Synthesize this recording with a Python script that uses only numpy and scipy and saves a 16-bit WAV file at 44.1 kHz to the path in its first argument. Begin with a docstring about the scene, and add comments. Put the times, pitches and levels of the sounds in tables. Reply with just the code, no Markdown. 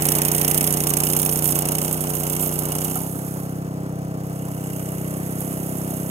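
"""Garden tiller turning away, close by

A single-cylinder four-stroke tiller works the soil, heard near the ground on a microphone with two ports.
Each firing sends gas pulses through the muffler as a thud and a spit of hiss; low puffs follow. The valves tick,
the fan rushes, the tines churn and loose metal jingles. The speed hunts as the machine moves off; at about three
seconds tines knock and the muffler swings away: the note turns rounder, the hiss sinks, then the engine digs in."""
import sys
import numpy as np
from scipy import signal
from scipy.fft import rfft, irfft
from scipy.io import wavfile
from scipy.ndimage import uniform_filter1d

SR = 44100
rng = np.random.default_rng(int(sys.argv[2]) if len(sys.argv) > 2 else 0)


def generate_wav(sig):
    """Save sig (samples, or channels by samples) to the path in sys.argv[1] as 16-bit PCM at SR."""
    pcm = np.round(np.clip(np.atleast_2d(sig).T, -1, 1) * 32767).astype(np.int16)
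    wavfile.write(sys.argv[1], SR, pcm)


N = 269010
TIME = np.arange(N) / SR  # s
BINS = np.fft.rfftfreq(N, 1 / SR)  # Hz

# Engine speed, hunting round the governor's setting until the turn frees the tines: time_s, firings_per_s
SPEED = [(0.0, 30.468), (0.49, 30.605), (0.66, 31.112), (0.91, 29.959), (1.23, 31.427), (1.53, 29.999),
         (1.9, 31.703), (2.24, 30.283), (2.41, 31.407), (2.71, 30.423), (3.04, 33.036), (3.1, 32.769),
         (4.21, 32.167), (4.64, 32.265), (5.06, 31.817), (5.3, 32.536), (5.7, 32.601), (6.1, 32.43)]
# How far the muffler faces the microphone: time_s, share_0_to_1
FACING = [(0, 0.97), (1.8, 0.93), (2.85, 0.85), (3.12, 0.14)]
# How far the machine has moved off along the row: time_s, share_0_to_1
RETREAT = [(0, 0.02), (1.0, 0.26), (1.73, 0.53), (1.95, 0.95), (2.85, 1)]
# How much the machine's body hides its bright parts in the turn: time_s, share (1 = hidden, briefly above)
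SHADE = [(3.0, 0), (3.38, 0.3), (3.62, .88), (3.92, 1), (4.12, 1.08), (4.3, 0.69), (4.7, 0.32), (5.3, 0.24),
         (5.45, 0.09)]
# How hard the tines bite once the machine has turned: time_s, share_0_to_1
LOAD = [(4.0, 0.4), (4.6, 0.24), (5.0, 0.78), (6.1, 0.88)]

# Level of each part close by, and its change at the full value of each control:
# near_db, retreat_db, turn_db, shade_db, load_db, throttle_db
THUD_LEVEL = dict(near_db=-26, retreat_db=-1.63, turn_db=-2.6, shade_db=0.95, load_db=2.9, throttle_db=0.15)
JET_LEVEL = dict(near_db=-21.5, retreat_db=-10.5, turn_db=-13, shade_db=-13, load_db=3, throttle_db=2.5)
CHURN_LEVEL = dict(near_db=-32, retreat_db=-2.5, turn_db=-6.5, shade_db=-5.5, load_db=-0.5, throttle_db=0)
TICK_LEVEL = dict(near_db=-39, retreat_db=-1, turn_db=-16, shade_db=-7, load_db=6.5, throttle_db=5)
RATTLE_LEVEL = dict(near_db=-30, retreat_db=-1.5, turn_db=-2.5, shade_db=-22, load_db=-1, throttle_db=0)

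# Exhaust note in front of the muffler, behind it, and behind it under load: multiple_of_firing_rate, level_db
NOTE_FRONT = [(1, -70), (2, -15), (3, -11.5), (4, -11.5), (5, 0.5), (6, -7.5), (7, -18.5), (8, -6.5),
              (9, -13.5), (10, -22.5), (11, -7), (12, -15), (13, -18.5), (14, -7.5), (15, -16), (16, -22.5),
              (17, -18), (18, -13.5), (19, -24), (20, -25), (21, -22.5), (22, -33), (23, -23), (24, -19),
              (25, -24), (26, -24)]
NOTE_BACK = [(1, -50), (2, -19.5), (3, -8), (4, 0.5), (5, 0.5), (6, -4), (7, -18.5), (8, -13), (9, -6),
             (10, -18.5), (11, -20), (12, -14.5), (13, -27), (14, -10.5), (15, -13), (16, -22), (17, -16),
             (18, -50), (19, -41), (20, -17), (21, -20), (22, -39), (23, -45), (24, -16.5), (25, -38),
             (26, -26)]
NOTE_LOADED = [(1, -41), (2, -17.5), (3, -9), (4, -2.5), (5, 0), (6, -1.5), (7, -9), (8, -2), (9, -7.5),
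               (10, -8), (11, -9.5), (12, -12.5), (13, -13.5), (14, -12), (15, -16), (16, -17), (17, -19.5),
               (18, -20), (19, -11.5), (20, -17), (21, -14), (22, -24), (23, -63), (24, -42), (25, -64),
               (26, -53)]
# Gas pulses of one cycle (blowdown, piston push, intake gulp): place_in_cycle_0_to_1, strength (negative = suction)
STROKES_FRONT = [(.005, 0.8), (.345, 1.04), (0.667, -0.97)]
# The same behind the muffler, where suction leads: place_in_cycle_0_to_1, strength (negative = suction)
STROKES_BACK = [(.06, -0.838), (.375, 0.798), (.43, .48)]
# Colour of the low turbulence: pitch_hz, density_db (per Hz, relative)
PUFF_COLOUR = [(25, -26), (75, -9), (150, -11), (260, 7.5), (420, -2.5), (650, 0.5), (1000, -8),
               (3000, -28)]
# Colour of the hiss facing the muffler, and of the hiss that bends round the turned machine:
# pitch_hz, density_db (per Hz, relative)
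JET_FRONT_COLOUR = [(500, -25), (1100, -22), (2000, -8.5), (2900, -8.5), (3500, -14), (4700, -12.5),
                    (6000, -2), (7700, -10), (8700, 4.5), (10000, 1.5), (11000, 1), (13600, 0), (15000, -1),
                    (15800, -9)]
JET_BACK_COLOUR = [(500, -20), (1100, -13.5), (2200, -11), (3500, -19), (4900, -39), (6100, 1), (7500, 2.5),
                   (9400, 3), (13000, 4.5), (15800, -2)]
# Valve gear and piston knocks: place_in_cycle_0_to_1, level_db (relative)
TAPS = [(.065, 5), (.135, -2), (.225, 1), (0.721, 2.5)]
# Resonances of the engine block: pitch_hz, width_hz, level_db (relative)
BLOCK_MODES = [(2838, 190, 4), (2220, 200, -1), (3220, 300, -26.5), (6240, 270, -1.5), (7570, 290, 8)]
# Rush of the cooling fan, fading as the machine moves off and faintly back near the end: time_s, level_db
FAN_LEVEL = [(0, -36.5), (.6, -38), (1.2, -54), (2, -64), (4.2, -60), (5.2, -49.5), (6.1, -53)]
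# Colour of the fan's rush: pitch_hz, density_db (per Hz, relative)
FAN_COLOUR = [(500, -4.5), (1200, -12), (1900, 12.5), (3000, -1.5), (4500, -15), (6500, -20), (10000, -20)]
# Colour of the churning before and after the turn: pitch_hz, density_db (per Hz, relative)
CHURN_FRONT_COLOUR = [(30, -33), (80, -22), (150, -5), (270, 1), (490, -6), (620, 2.5), (780, 2), (950, -1),
                      (1300, -4.5), (2000, -11.5), (2800, -15.5), (3600, -21), (6000, -15), (15000, -16.5)]
CHURN_BACK_COLOUR = [(30, -16), (70, -11), (150, 2.5), (300, -9), (490, -2), (620, -1.5), (770, -1),
                     (900, -5.5), (1300, -7), (2000, -14.5), (3600, -28.5), (6000, -19), (15000, -24)]
# Fits of shaking that set the loose metal jingling, and lulls between them: middle_s, length_s, change_db
BOUTS = [(0.042, 0.24, 1), (0.535, 0.27, 4.5), (.87, 0.39, -2.5), (1.236, 0.24, 8), (1.484, 0.19, 6),
         (1.683, 0.14, -3), (2.331, 0.45, 2)]
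# Loudest clinks of loose metal: start_s, level_db (before the common offset clink_db)
CLINKS = [(0.066, -18), (0.394, -20), (0.667, -18), (0.725, -15.5), (0.893, -17), (1.087, -20),
          (1.312, -23), (1.442, -14), (1.768, -29), (1.827, -24), (1.927, -17), (2.007, -22),
          (2.151, -18.5), (2.424, -24), (2.59, -18), (2.845, -19), (2.955, -20), (5.405, -24.5)]
# Resonances of the loose metal: pitch_hz, width_hz, level_db (relative)
METAL_MODES = [(9100, 510, -3.5), (9500, 130, -0.5), (10090, 33, -1.5), (11320, 150, 4.5),
               (12400, 77, -2.5), (13700, 190, 2)]
# Colour of the rattling: pitch_hz, density_db (per Hz, relative)
RATTLE_COLOUR = [(1500, -23), (3500, -12.5), (5000, -47), (6200, -6.5), (8200, 4.5), (8900, -9.5),
                 (10200, 11), (10700, 1.5), (11600, 6), (13500, 6.5), (14600, -11), (15800, -5.5)]
# Dull knocks of the tines on clods: start_s, level_db, pitch_hz, decay_s
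KNOCKS = [(2.957, -26, 744, .02), (2.957, -27, 1300, 0.011), (3.012, -33, 900, 0.011),
          (3.148, -25, 230, 0.014)]

# The microphone's left port against the right: pitch_hz, left_minus_right_db
PORT_BALANCE = [(200, .4), (800, .4), (1800, 2), (2750, 4), (4200, 0.6), (6400, -4.5), (8200, -10),
                (9400, -15), (10500, -23), (13000, -22), (15500, -21)]
# How alike the noise is at the two ports: pitch_hz, likeness_0_to_1
PORT_LIKENESS = [(100, 0.68), (700, 0.99), (1500, 0.83), (2800, 0.83), (4500, 0.47), (7000, 1),
                 (12000, 0.24), (16000, .5)]
# How much later the left port hears the machine: pitch_hz, delay_ms
PORT_DELAY = [(350, 0.27), (700, 0.3), (1200, 0.25), (1700, 0.27), (2200, 0.26), (2800, 0.29),
              (4200, 0.371), (5000, 0.292), (8000, 0.313), (12000, 0.384)]

START_CYCLE = -.625  # place in the engine cycle at the start
FULL_THROTTLE = 9.6  # gain in speed that takes full throttle (firings per s, each second)
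# The tines bog down in firm soil and the governor holds the throttle open: middle (s), length (s), extra throttle
BOG_S, BOG_LENGTH_S, BOG_THROTTLE = 4.66, 0.81, 1.6
# One thin ring of the metal: level over the jingle (dB), change moved off and turned (dB), dB per dB of shaking
RING_HZ = 13610
RING_DB, RING_RETREAT_DB, RING_TURN_DB, RING_GROWTH = -8.5, -4, -18, .4
EDGE_HZ = 15850  # upper band limit


def amp(db):
    """Decibels to gain."""
    return 10 ** (np.asarray(db) / 20)


def evened(x):
    """Scaled to an rms of 1."""
    return x / np.sqrt(np.mean(x ** 2) + 1e-20)


def curve(rows):
    """A table of time and value, read at every sample."""
    return np.interp(TIME, *np.transpose(rows))


def spectrum(points):
    """A table of pitch and value, read at every frequency bin along a log scale."""
    hz, value = np.transpose(points)
    return np.interp(np.log(BINS + 1), np.log(hz + 1), value)


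def modes(rows):
    """Frequency response of a few damped resonances."""
    return sum(amp(db) / (1 + 2j * (BINS - hz) / width) for hz, width, db in rows)


def noise(response):
    """Coloured noise at both ports, whose likeness depends on pitch."""
    shared, other = rng.standard_normal((2, len(BINS))) + 1j * rng.standard_normal((2, len(BINS)))
    like = np.clip(spectrum(PORT_LIKENESS), 0, 1)
    second = like * shared + np.sqrt(1 - like ** 2) * other
    return evened(irfft(np.array([shared, second]) * response, N))


def per_cycle(cycle):
    """One normal random number for each engine cycle."""
    return rng.standard_normal(512)[np.floor(cycle).astype(int) + 2]


def burst(age, rise, decay):
    """An envelope that swells quickly and dies away; all three in the same unit."""
    age = np.maximum(age, 0)
    return (1 - np.exp(-age / rise)) * np.exp(-age / decay)


def swell(middle_s, length_s):
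    """A smooth rise and fall around one moment."""
    return np.exp(-(2 * (TIME - middle_s) / length_s) ** 2)


def level(near_db, retreat_db, turn_db, shade_db, load_db, throttle_db):
    """Gain of one part as the machine moves off, turns, hides it, digs in and opens its throttle."""
    acceleration = uniform_filter1d(np.gradient(curve(SPEED)) * SR, size=5200)
    throttle = acceleration / FULL_THROTTLE * curve(FACING) + BOG_THROTTLE * swell(BOG_S, BOG_LENGTH_S)
    place_db = retreat_db * curve(RETREAT) + turn_db * (1 - curve(FACING)) + shade_db * curve(SHADE)
    return amp(near_db + place_db + load_db * curve(LOAD) + throttle_db * throttle)


def pipe_db(hz, centre_hz=258, width_hz=17, peak_db=9):
    """The exhaust pipe booms whenever a harmonic drifts onto its resonance."""
    return peak_db * np.exp(-((hz - centre_hz) / width_hz) ** 2)


def ground_db(hz, centre_hz=254, width_hz=4, depth_db=-11):
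    """Behind the machine the ground echo weakens a harmonic that sags onto its notch."""
    return depth_db * np.exp(-((hz - centre_hz) / width_hz) ** 2)


def stroke_phase(strokes, k, muffler_hz, width_hz, direct):
    """Phase of harmonic k as gas pulses escape partly straight out, partly through the muffler's resonance."""
    place, strength = np.transpose(strokes)
    hz = k * np.mean(np.transpose(SPEED)[1])
    muffler = direct + 1 / (1 + 1j * (hz ** 2 - muffler_hz ** 2) / (hz * width_hz))
    pulses = np.sum(strength * np.exp(-2j * np.pi * k * place))
    return np.exp(1j * np.angle(muffler * pulses))


def exhaust(cycle, facing, shake=0.0073, drift=0.038, smear=0.0606):
    """Three gas pulses a cycle ring the muffler; higher harmonics vary most from cycle to cycle."""
    load, speed = np.clip(curve(LOAD), 0, 1), curve(SPEED)
    usual_speed = np.average(speed, weights=facing)
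    cycle_marks, note = np.arange(-2, 254), np.zeros(N)
    for k, (front, back, loaded) in enumerate(zip(NOTE_FRONT, NOTE_BACK, NOTE_LOADED), 1):
        boom_db = pipe_db(k * speed) - pipe_db(k * usual_speed)
        ahead = amp(front[1] + boom_db)
        ahead = ahead * stroke_phase(STROKES_FRONT, k, muffler_hz=134, width_hz=96, direct=0.093)
        behind = (1 - load) * amp(back[1]) + load * amp(loaded[1])
        behind = behind * stroke_phase(STROKES_BACK, k, muffler_hz=165.5, width_hz=35, direct=0.046)
        behind *= amp(ground_db(k * speed))
        # upper harmonics arrive by roundabout paths
        behind *= np.exp(-1j * np.pi * smear * max(k - 12, 0) ** 2)
        a, b, c = rng.standard_normal((3, len(cycle_marks)))
        slow = drift * min(k / 10, 1) * evened(uniform_filter1d(c, size=14))
        uneven = np.interp(cycle, cycle_marks, 1 + slow + shake * k * (a + 1j * b))
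        mixed = facing * ahead + (1 - facing) * behind
        note += (mixed * uneven * np.exp(2j * np.pi * k * cycle)).real
    # even out the running power, so that the level table alone sets the loudness
    power = uniform_filter1d(uniform_filter1d(note ** 2, size=4200), size=2800)
    return note / np.sqrt(power) * level(**THUD_LEVEL)


def puffs(cycle, under_thud_db=-13, steady=0.51):
    """Low turbulence follows each outward gas pulse; rise and decay are in cycles."""
    gate = steady + sum(burst((cycle - place + 0.053) % 1, 0.043, 0.12)
                        for place, strength in STROKES_FRONT if strength > 0)
    return evened(noise(amp(spectrum(PUFF_COLOUR))) * gate) * level(**THUD_LEVEL) * amp(under_thud_db)


def jet(cycle, facing, rise=0.033, decay=0.098, push_place=0.15, push=0.34):
    """Gas spits out as the exhaust valve opens and again as the piston pushes; times are in cycles."""
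    spit = burst(cycle % 1, rise, decay) + push * burst(cycle % 1 - push_place, rise, decay / 2)
    uneven_db = 1.2 * np.clip(per_cycle(cycle), -1.5, 1.5)
    gate = spit * amp(uneven_db)
    ahead = np.sqrt(facing) * noise(amp(spectrum(JET_FRONT_COLOUR)))
    behind = np.sqrt(1 - facing) * noise(amp(spectrum(JET_BACK_COLOUR)))
    return (ahead + behind) * evened(gate) * level(**JET_LEVEL)


def valves(cycle, uneven_db=0.8, decay=0.057):
    """Short knocks at fixed crank angles ring the engine block; decay is in cycles."""
    gate = 0
    for place, db in TAPS:
        strength = amp(db + uneven_db * per_cycle(cycle - place))
        gate = gate + strength * np.exp(-((cycle - place) % 1) / decay)
    ring = irfft(rfft(noise(1) * gate) * modes(BLOCK_MODES), N)
    return evened(ring) * level(**TICK_LEVEL)


def fan():
    """Air rushes over the cooling fins."""
    return noise(amp(spectrum(FAN_COLOUR))) * amp(curve(FAN_LEVEL))


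def churn(cycle, facing, front_db=2, back_db=3, lumpy_db=1.7, throb=0.18):
    """Tines and gears grind through the soil in uneven lumps, shaken by each firing."""
    lumps = evened(uniform_filter1d(rng.standard_normal(N), size=400))
    gate = evened(amp(lumpy_db * lumps) * (1 + throb * np.exp(-(cycle % 1) / 0.18)))
    ahead = np.sqrt(facing) * amp(front_db) * noise(amp(spectrum(CHURN_FRONT_COLOUR)))
    behind = np.sqrt(1 - facing) * amp(back_db) * noise(amp(spectrum(CHURN_BACK_COLOUR)))
    return (ahead + behind) * gate * level(**CHURN_LEVEL)


def rattle(cycle, facing, throb=0.16, throb_place=0.59, per_s=110, spread_db=4, rise_s=0.0037, decay_s=0.0018,
           clink_db=1.5, metal_db=-7, near_wash=0.11, far_wash=0.73, strays_per_s=5, stray_db=-24):
    """Loose metal chatters in short bright clinks, which merge into a sizzle when the machine is turned away."""
    shaking_db = sum(db * swell(middle_s, length_s) for middle_s, length_s, db in BOUTS)
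    blows = (rng.random(N) < per_s / SR) * amp(spread_db * np.clip(rng.standard_normal(N), -2, 1.5))
    shape = burst(TIME[:2000], rise_s, decay_s) ** 2
    chatter = np.abs(signal.oaconvolve(blows ** 2, shape)[:N])
    wash = np.clip(facing * near_wash + (1 - facing) * far_wash, 0, 1)
    power = wash + (1 - wash) * chatter / chatter.mean()
    power *= (level(**RATTLE_LEVEL) * amp(shaking_db)) ** 2
    # shaken by each turn of the crank, two to a cycle
    power *= 1 + np.clip(throb, 0, 1) * np.cos(4 * np.pi * (cycle - throb_place))
    loud = (rng.random(N) < strays_per_s / SR) * (facing ** 2 * amp(stray_db)) ** 2
    for start_s, db in CLINKS:
        loud[round(start_s * SR)] = amp(db + clink_db) ** 2
    power += np.abs(signal.oaconvolve(loud, shape / shape.max())[:N])
    # resonances outlast the blows
    ringing = signal.lfilter([1], [1, -np.exp(-1 / (0.0081 * SR))], power) / (0.004 * SR)
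    flicker_db = 3 * evened(uniform_filter1d(rng.standard_normal(N), size=3000))
    place_db = RING_RETREAT_DB * curve(RETREAT) + RING_TURN_DB * (1 - facing)
    ring_gain = amp(RING_DB + flicker_db + place_db + RING_GROWTH * shaking_db)
    thin_ring = ring_gain * noise(modes([(RING_HZ, 90, 0)]) ** 2)
    tones = amp(metal_db) * noise(modes(METAL_MODES)) + thin_ring
    return np.sqrt(power) * noise(amp(spectrum(RATTLE_COLOUR))) + np.sqrt(ringing) * tones


def knocks(rise_s=0.0017, width_hz=160):
    """A tine strikes a clod and the hood gives a short, rough ring."""
    return sum(amp(db) * burst(TIME - start_s, rise_s, decay_s) * noise(modes([(hz, width_hz, 0)]) ** 2)
               for start_s, db, hz, decay_s in KNOCKS)


def scene():
    """The engine cycle times the exhaust, valves, churning and rattle; fan and knocks are added."""
    cycle = START_CYCLE + np.cumsum(curve(SPEED)) / SR
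    facing = np.clip(curve(FACING), 0, 1)
    engine = exhaust(cycle, facing) + puffs(cycle) + jet(cycle, facing) + valves(cycle) + fan()
    return engine + churn(cycle, facing) + rattle(cycle, facing) + knocks()


def record(dry):
    """The left port lies farther from the machine, shaded from its treble; then the band limit."""
    tilt = amp(spectrum(PORT_BALANCE))
    port_gains = np.array([tilt, np.ones(len(BINS))]) * np.sqrt(2 / (1 + tilt ** 2))
    # half the delay on the left, half as an advance on the right
    half_lag = np.exp(-1j * np.pi * BINS * spectrum(PORT_DELAY) / 1000)
    heard = irfft(rfft(dry) * port_gains * np.array([half_lag, half_lag.conj()]), N)
    band_limit = signal.firwin(401, EDGE_HZ, window=("kaiser", 9), fs=SR)
    return signal.oaconvolve(heard, band_limit[None], "same")


dry = scene()
out = record(dry)
generate_wav(out)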